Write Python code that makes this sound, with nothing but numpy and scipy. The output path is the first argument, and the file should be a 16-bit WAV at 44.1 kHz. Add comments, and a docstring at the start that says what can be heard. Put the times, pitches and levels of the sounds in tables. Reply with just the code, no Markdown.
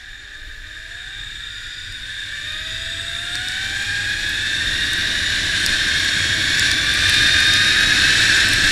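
"""A zipline trolley gathers speed down a steel wire rope, close to the mic of the rider's helmet camera.
The pulleys whine as they roll over the strands, and the rough contact hisses and keeps the trolley's
metal ringing; now and then a loose fitting chatters. Out in the open air, wind grows around the helmet
and drizzle ticks on the camera case. Farther off, a trolley on the next rope is soon out of earshot."""
import sys
import numpy as np
from scipy import signal
from scipy.fft import rfft, irfft, next_fast_len
from scipy.io import wavfile

SR = 44100
rng = np.random.default_rng(int(sys.argv[2]) if len(sys.argv) > 2 else 0)


def materialize(psi):
    """Save the field psi as 16-bit PCM at rate SR to the path in sys.argv[1].

    A 1-D psi becomes a single channel; in a 2-D psi each row is a channel.
    """
    bounded = np.clip(np.atleast_2d(psi).T, -1, 1)
    quanta = np.round(bounded * 32767).astype(np.int16)
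    wavfile.write(sys.argv[1], SR, quanta)


N = 384111
TIME = np.arange(N) / SR

# speed, as strands passed a second: time_s, strand_hz
STRAND_RATE = [(0, 246.5), (0.36, 307), (0.64, 304), (0.9, 329.8), (1.42, 467.6), (2.03, 506.8),
               (2.47, 606.3), (2.72, 650.3), (3.18, 681.5), (3.62, 771), (3.85, 806), (4.25, 835.6),
               (4.85, 941.4), (5.46, 990.5), (5.9, 1078), (6.15, 1098), (6.54, 1122), (7.1, 1208),
               (7.58, 1234), (8.09, 1297), (8.71, 1324)]
# how each layer grows with speed: cruise_db, per_doubling_db, floor_db
PLATES_GROWTH = (-24, 18.4, -38)
PULLEYS_GROWTH = (-30, 7.35, -66)
FITTINGS_GROWTH = (-38.5, 5.5, -65.5)
RIMS_GROWTH = (-38.5, 9.6, -56)
HISS_GROWTH = (-25.5, 17.6, -46.5)
WHINE_GROWTH = (-26.5, 11.3, -46.5)
BUFFET_GROWTH = (-43, 17, -43)
DRONE_GROWTH = (-35.5, 9.6, -70)
RUSH_GROWTH = (-39, 18, -61.5)
# resonances of the trolley's metal: pitch_hz, width_hz, gain_db
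PLATE_MODES = [(1236, 41, -17.5), (1510, 88, -15), (1727, 189, 4.5), (1872, 127, -3)]
FAST_PLATE_MODES = [(1597.5, 134, 0)]  # comes in with speed
PULLEY_MODES = [(3430, 340, -8), (3655, 174, 7), (3700, 100, -36)]
FITTING_MODES = [(2350, 170, 9.5), (2580, 110, 2.5), (2777, 91, 5), (3140, 1200, 0.5), (3970, 100, -27),
                 (4630, 150, -22), (4870, 190, 1), (5800, 160, -32)]
RIM_MODES = [(5640, 310, -12.5), (6876, 200, 5.5), (7067, 205, 9), (7350, 170, 0), (7945, 370, 1.5),
             (8180, 290, 1.5), (9000, 690, -3), (9870, 670, -5), (10900, 590, -10.5), (12300, 570, -17.5)]
LOOSE_FITTING_MODES = [(4830, 350, 1), (5620, 220, -7)]
# slow swells and dips: time_s, gain_db
ROLLING_SWELL = [(0, -1.5), (.6, -1), (.9, 1.5), (1.9, -1.5), (2.2, 1.5), (2.8, 1), (3.7, 1.5), (4.9, .5),
                 (5.3, 0.5), (5.7, 1), (6.45, -1.5), (6.66, 1), (6.76, -3), (7.1, 0), (8.0, -1),
                 (8.38, 0.2), (8.49, -2.7), (8.71, -1.7)]  # all the ringing and hiss
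PULLEY_RING_SWELL = [(0, 1.5), (.8, -1.5), (1.2, 3.5), (1.9, 3.5), (2.4, 0.5), (2.65, 4.5), (3.4, 2),
                     (4.0, -2.5), (4.7, 4.5), (5.1, 2.5), (5.6, 3), (6.25, 2), (7.0, 3.5), (7.3, -4),
                     (7.7, 0.5), (8.71, 2)]
# slow drift of the treble: time_s, hiss_db, rims_db
TREBLE_DRIFT = [(0, 0.5, 0.5), (1.15, -1, -1), (2.2, -0.5, 0.5), (2.9, -4.5, 0), (3.5, -1, 2),
                (4.3, -1, 1.5), (5.0, -0.5, 0), (7.3, 1, 1), (7.9, 1, -2.5), (8.71, 0.5, 6.5)]
# spectra of the steel's hiss and the three wind layers: frequency_hz, density_db
HISS_SPECTRUM = [(700, -18.5), (1000, -21.5), (1300, -23), (2100, 0), (2550, 0), (2950, -3), (3400, 1),
                 (4300, 2), (4900, -7.5), (5300, -2.5), (6000, -6), (6350, -14.5), (8200, -16),
                 (10000, -17), (12000, -27.5), (13000, -40), (14000, -46), (15200, -55)]
BUFFET_SPECTRUM = [(8, -11), (22, 2), (45, 0.5), (65, -8), (100, -15), (200, -51.5)]
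DRONE_SPECTRUM = [(40, -13), (65, -3), (100, 2.5), (120, -6), (145, -10.5), (220, -27.5), (400, -43)]
RUSH_SPECTRUM = [(60, -17), (150, 3.5), (240, 1.5), (310, 5), (420, -6.5), (560, -7.5), (645, -3.5),
                 (760, -11.5), (950, -14), (1150, -4), (1600, -43), (4000, -49)]
# the whine's harmonics, from the first up: gain_db, rasp_rad
WHINE_HARMONICS = [(2.5, 0), (2.5, 0.44), (1, 1), (-0.5, 0.92), (-6, 0.93), (-13.5, 1.6)]
# how well the trolley radiates a tone: frequency_hz, gain_db
RADIATION = [(320, -23), (370, -29), (500, -33.5), (600, -24.5), (680, -16.5), (810, -22), (940, -39),
             (1080, -30.5), (1240, -15.5), (1310, -23), (1430, -8), (1680, 0), (1900, -6.5), (2080, -17.5),
             (2400, -8), (2850, -12), (3480, -6), (3690, 1.5), (3950, -12), (4400, -33), (4900, -11),
             (6300, -37), (7000, -10), (8300, -14), (10500, -34)]
# stronger gusts at the helmet: peak_s, half_length_s, buffet_db, drone_db, rush_db
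HELMET_GUSTS = [(0.502, 0.15, 6.5, -6, 2), (5.102, 0.73, 3.5, 0.5, 2.5), (5.72, .12, 6, -0.5, 1.5),
                (6.347, 0.22, -2, 3.5, 2), (7.215, 0.23, -1, 4.5, 0.5), (8.65, 0.089, 9, 0, -0.5)]
# the trolley ahead on the next rope: time_s, strand_hz, level_db
DISTANT_RUN = [(0, 362, -73), (.25, 400, -62), (.42, 427, -62), (.56, 431.6, -63), (.7, 462, -67),
               (.95, 473, -62), (1.1, 480, -67), (1.5, 524, -85)]
# big drops on the camera case: start_s, peak_db, low_cut_hz
BIG_DROPS = [(1.924, -26, 5500), (2.5215, -25, 4000), (3.355, -9.5, 3800), (3.4856, -13, 4800),
             (3.5197, -17, 4000), (3.8242, -21, 8500), (4.2935, -18, 10500), (4.9336, -11, 7500),
             (5.663, -3.5, 3800), (6.0476, -13, 9500), (6.596, -3, 4200), (6.7152, -3.5, 3800),
             (6.9395, -13, 8500), (7.0962, -6, 9500), (7.1423, -10, 5500), (7.4042, -14, 8500),
             (7.5378, -3.5, 5200), (8.488, -9, 8500), (8.535, -9, 7500)]
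# resonances of the case: pitch_hz, gain_db, t60_s
CASE_MODES = [(4810, 12, 0.0085), (5700, 11.5, 0.0038), (7000, -0.5, 0.0089), (8050, 5, 0.0042),
              (8930, 7.5, 0.0041), (10800, 0, 0.0034), (13000, -2, .003), (14700, -27, 0.0027)]
# spells of chatter from a loose fitting: peak_s, half_length_s, level_db
CHATTER_SPELLS = [(1.75, 0.29, -44.5), (2.849, 0.34, -43), (3.95, .2, -45)]


def gain_of(db):
    """Decibels to amplitude."""
    return 10 ** (np.asarray(db) / 20)


def unit_rms(x):
    """Scales to rms 1."""
    return x / np.sqrt(np.mean(abs(x) ** 2) + 1e-20)


def curves(rows):
    """The columns of a table, joined by straight lines in time."""
    times, *columns = np.transpose(rows)
    return [np.interp(TIME, times, column) for column in columns]


def spectrum(points):
    """A spectrum as a gain for any frequency."""
    points_hz, db = np.transpose(points)
    return lambda hz: gain_of(np.interp(np.log(hz + 1), np.log(points_hz + 1), db))


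def resonances(modes):
    """Steep-sided resonances as a gain for any frequency."""
    return lambda hz: np.sqrt(sum((gain_of(db) / (1 + ((hz - pitch) / (0.57 * width)) ** 2)) ** 2
                                  for pitch, width, db in modes))


def coloured(x, response):
    """Passes x through a frequency response; rms 1."""
    size = next_fast_len(N + 4096)
    gains = response(np.fft.rfftfreq(size, 1 / SR))
    return unit_rms(irfft(rfft(x, size) * gains, size)[:N])


def wander(per_s):
    """A random drift of rms 1, turning per_s times a second."""
    knots = rng.standard_normal(8192)
    return unit_rms(np.interp(TIME * per_s, np.arange(len(knots)), knots))


def surge(peak_s, half_s):
    """A smooth rise to 1 at peak_s and fall again."""
    return np.exp(-((TIME - peak_s) / half_s) ** 2)


def speed_db(growth, strand_hz, cruise_hz=1000):
    """A layer's level: it climbs from a floor, steadily with each doubling of speed."""
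    cruise_db, per_doubling_db, floor_db = growth
    rising_db = cruise_db + per_doubling_db * np.log2(strand_hz / cruise_hz)
    return 20 * np.log10(np.hypot(gain_of(rising_db), gain_of(floor_db)))


def contact(cycles, strand_hz, strands=6, repeat=0.073, bumpiness=0.085, jitter_rad=0.4):
    """Roughness under the pulleys: noise, a pattern that returns with each rope twist, strand bumps."""
    twists = cycles / strands
    pattern = sum(wander(22) * np.cos(2 * np.pi * (k * twists + rng.random()))
                  for k in range(strands, 36))
    # uneven spacing smears the bumps' upper harmonics into bands that climb through the resonances
    angle = 2 * np.pi * cycles + jitter_rad * wander(170)
    bumps = sum(np.cos(k * angle + 2 * np.pi * rng.random()) for k in range(4, 20))
    rope = np.sqrt(repeat / strands) * pattern + np.sqrt(bumpiness) * bumps
    density = np.sqrt(4 * strand_hz / SR)  # holds the power per Hz as the harmonics spread
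    return rng.standard_normal(N) + density * rope


def rolling(cycles, strand_hz, flutter_db=0.43, onset_hz=600):
    """The contact rings the side plates, the pulleys, their rims and the fittings around them."""
    pulley_swell_db, = curves(PULLEY_RING_SWELL)
    _, rim_drift_db = curves(TREBLE_DRIFT)
    drive = contact(cycles, strand_hz)
    fast_share = 0.53 / (1 + (onset_hz / strand_hz) ** 2)
    plates = np.sqrt(1 - fast_share) * coloured(drive, resonances(PLATE_MODES))
    plates += np.sqrt(fast_share) * coloured(contact(cycles, strand_hz), resonances(FAST_PLATE_MODES))
    pulleys = coloured(drive, resonances(PULLEY_MODES))
    fittings = coloured(contact(cycles, strand_hz), resonances(FITTING_MODES))
    sound = gain_of(speed_db(PLATES_GROWTH, strand_hz)) * plates
    sound += gain_of(speed_db(PULLEYS_GROWTH, strand_hz) + pulley_swell_db) * pulleys
    sound += gain_of(speed_db(FITTINGS_GROWTH, strand_hz)) * fittings
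    sound += gain_of(speed_db(RIMS_GROWTH, strand_hz) + rim_drift_db) * rims(drive)
    return sound * gain_of(flutter_db * wander(25))


def rims(drive, sway_db=2.2):
    """The high rim modes take turns to swell as the contact shifts in the groove."""
    return unit_rms(sum(gain_of(db + sway_db * wander(5)) * ring(drive, hz, width)
                        for hz, width, db in RIM_MODES))


def ring(drive, hz, width):
    """A resonance whose pitch sways a little: shift it down to zero, smooth twice, shift back."""
    carrier = np.exp(2j * np.pi * np.cumsum(hz * (1 + .005 * wander(3))) / SR)
    pole = np.exp(-np.pi * 1.5 * width / SR)
    smoothed = signal.lfilter([(1 - pole) ** 2], [1, -2 * pole, pole * pole], drive / carrier)
    return (carrier * smoothed).real


def hiss(cycles, strand_hz, flutter_db=0.84, top_hz=11000, open_strand_hz=620):
    """Fine roughness hisses, steel on steel; its top opens up with speed."""
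    noise = coloured(contact(cycles, strand_hz), spectrum(HISS_SPECTRUM))
    dull = signal.sosfiltfilt(signal.butter(3, top_hz, fs=SR, output="sos"), noise)
    brightness = np.minimum(strand_hz / open_strand_hz, 1) ** 2
    drift_db, _ = curves(TREBLE_DRIFT)
    level_db = speed_db(HISS_GROWTH, strand_hz) + drift_db + flutter_db * wander(120)
    return gain_of(level_db) * (dull + brightness * (noise - dull))


def whine(cycles, strand_hz, shimmer=0.15, ring_hz=3690, lock_hz=130, steadying=.62, squeal_db=1):
    """Each strand bumps the pulleys; rasping harmonics steady into a squeal at the pulleys' ring."""
    jitter_rad = 0.2 * wander(60)
    sound = np.zeros(N)
    for k, (db, rasp_rad) in enumerate(WHINE_HARMONICS, 1):
        hz = k * strand_hz
        lock = 1 / (1 + ((hz - ring_hz) / lock_hz) ** 4)  # 1 on the ring, half at lock_hz away
        slip = k * jitter_rad + rasp_rad * wander(130)
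        tone = np.cos(2 * np.pi * k * cycles + (1 - steadying * lock) * slip)
        tone = unit_rms((1 + shimmer * wander(70)) * tone)
        radiated = spectrum(RADIATION)(hz)  # each harmonic swells and fades as it climbs
        sound += gain_of(db + squeal_db * lock) * radiated * tone
    return gain_of(speed_db(WHINE_GROWTH, strand_hz)) * sound


def wind(strand_hz, gust_db=1.3, rush_gust_db=0.83):
    """Air around the helmet, right at the mic: low buffeting, a hollow drone and a rush share gusts."""
    gust = wander(7.9)
    buffet_db, drone_db, rush_db = sum(np.outer(db, surge(peak_s, half_s))
                                       for peak_s, half_s, *db in HELMET_GUSTS)

    def air(growth, shape, lift_db):
        noise = coloured(rng.standard_normal(N), spectrum(shape))
        return gain_of(speed_db(growth, strand_hz) + lift_db) * noise

    buffet = air(BUFFET_GROWTH, BUFFET_SPECTRUM, buffet_db + gust_db * gust)
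    drone = air(DRONE_GROWTH, DRONE_SPECTRUM, drone_db + gust_db * gust)
    rush = air(RUSH_GROWTH, RUSH_SPECTRUM, rush_db + rush_gust_db * gust)
    return buffet + drone + rush


def distant_trolley(octave_db=-6, jitter_rad=0.85):
    """The faint whine of the trolley ahead on the next rope, with its octave."""
    hz, db = curves(DISTANT_RUN)
    angle = 2 * np.pi * np.cumsum(hz) / SR + jitter_rad * wander(45)
    return gain_of(db) * unit_rms(np.cos(angle) + gain_of(octave_db) * np.cos(2 * angle))


def drizzle(strand_hz, fine_count=300, fine_db=-12, spread_db=3):
    """A few big drops tick on the camera case, among many fine ones that land harder with speed."""
    sound = np.zeros(N)
    for start_s, peak_db, low_cut_hz in BIG_DROPS:
        add(sound, start_s, gain_of(peak_db) * drop_tick(low_cut_hz))
    pace_db = speed_db(HISS_GROWTH, strand_hz)  # fine drops grow as the hiss does
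    for at in rng.integers(0, N, fine_count):
        peak_db = pace_db[at] + fine_db + spread_db * min(rng.exponential(), 3)
        add(sound, at / SR, gain_of(peak_db) * drop_tick(low_cut_hz=11500))
    return sound


def drop_tick(low_cut_hz):
    """A drop rings the case, a little differently at each spot; small ones miss the low modes. Peak 1."""
    t = np.arange(1024) / SR
    hz, db, t60 = np.transpose(CASE_MODES)[:, :, None]
    hz = hz * rng.uniform(.97, 1.03, hz.shape)
    weight = rng.choice([-1, 1], hz.shape) / np.hypot(1, (low_cut_hz / hz) ** 5)
    sound = (weight * gain_of(db - 60 * t / t60) * np.sin(2 * np.pi * hz * t)).sum(0)
    return sound / abs(sound).max()


def add(mix, start_s, sound):
    """Mixes a sound in at start_s."""
    part = mix[round(start_s * SR):][:len(sound)]
    part += sound[:len(part)]


def chatter(cycles, strand_hz):
    """Now and then a loose fitting adds a bright sizzle."""
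    strength = sum(gain_of(db) * surge(peak_s, half_s) for peak_s, half_s, db in CHATTER_SPELLS)
    return strength * coloured(contact(cycles, strand_hz), resonances(LOOSE_FITTING_MODES))


def scene():
    """Trolleys, wind and drizzle in open air, heard in mono from the helmet as the speed builds."""
    strand_hz, = curves(STRAND_RATE)
    swell_db, = curves(ROLLING_SWELL)
    cycles = np.cumsum(strand_hz) / SR  # strands passed so far
    trolley = gain_of(swell_db) * (rolling(cycles, strand_hz) + hiss(cycles, strand_hz))
    trolley += whine(cycles, strand_hz) + chatter(cycles, strand_hz)
    return (trolley + distant_trolley() + wind(strand_hz) + drizzle(strand_hz))[None]


def record(dry):
    """The helmet camera cuts the treble above 15.4 kHz."""
    lowpass = signal.firwin(255, 15400, window=("kaiser", 9), fs=SR)
    return signal.oaconvolve(dry, lowpass[None], "same")


dry = scene()
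out = record(dry)
materialize(out)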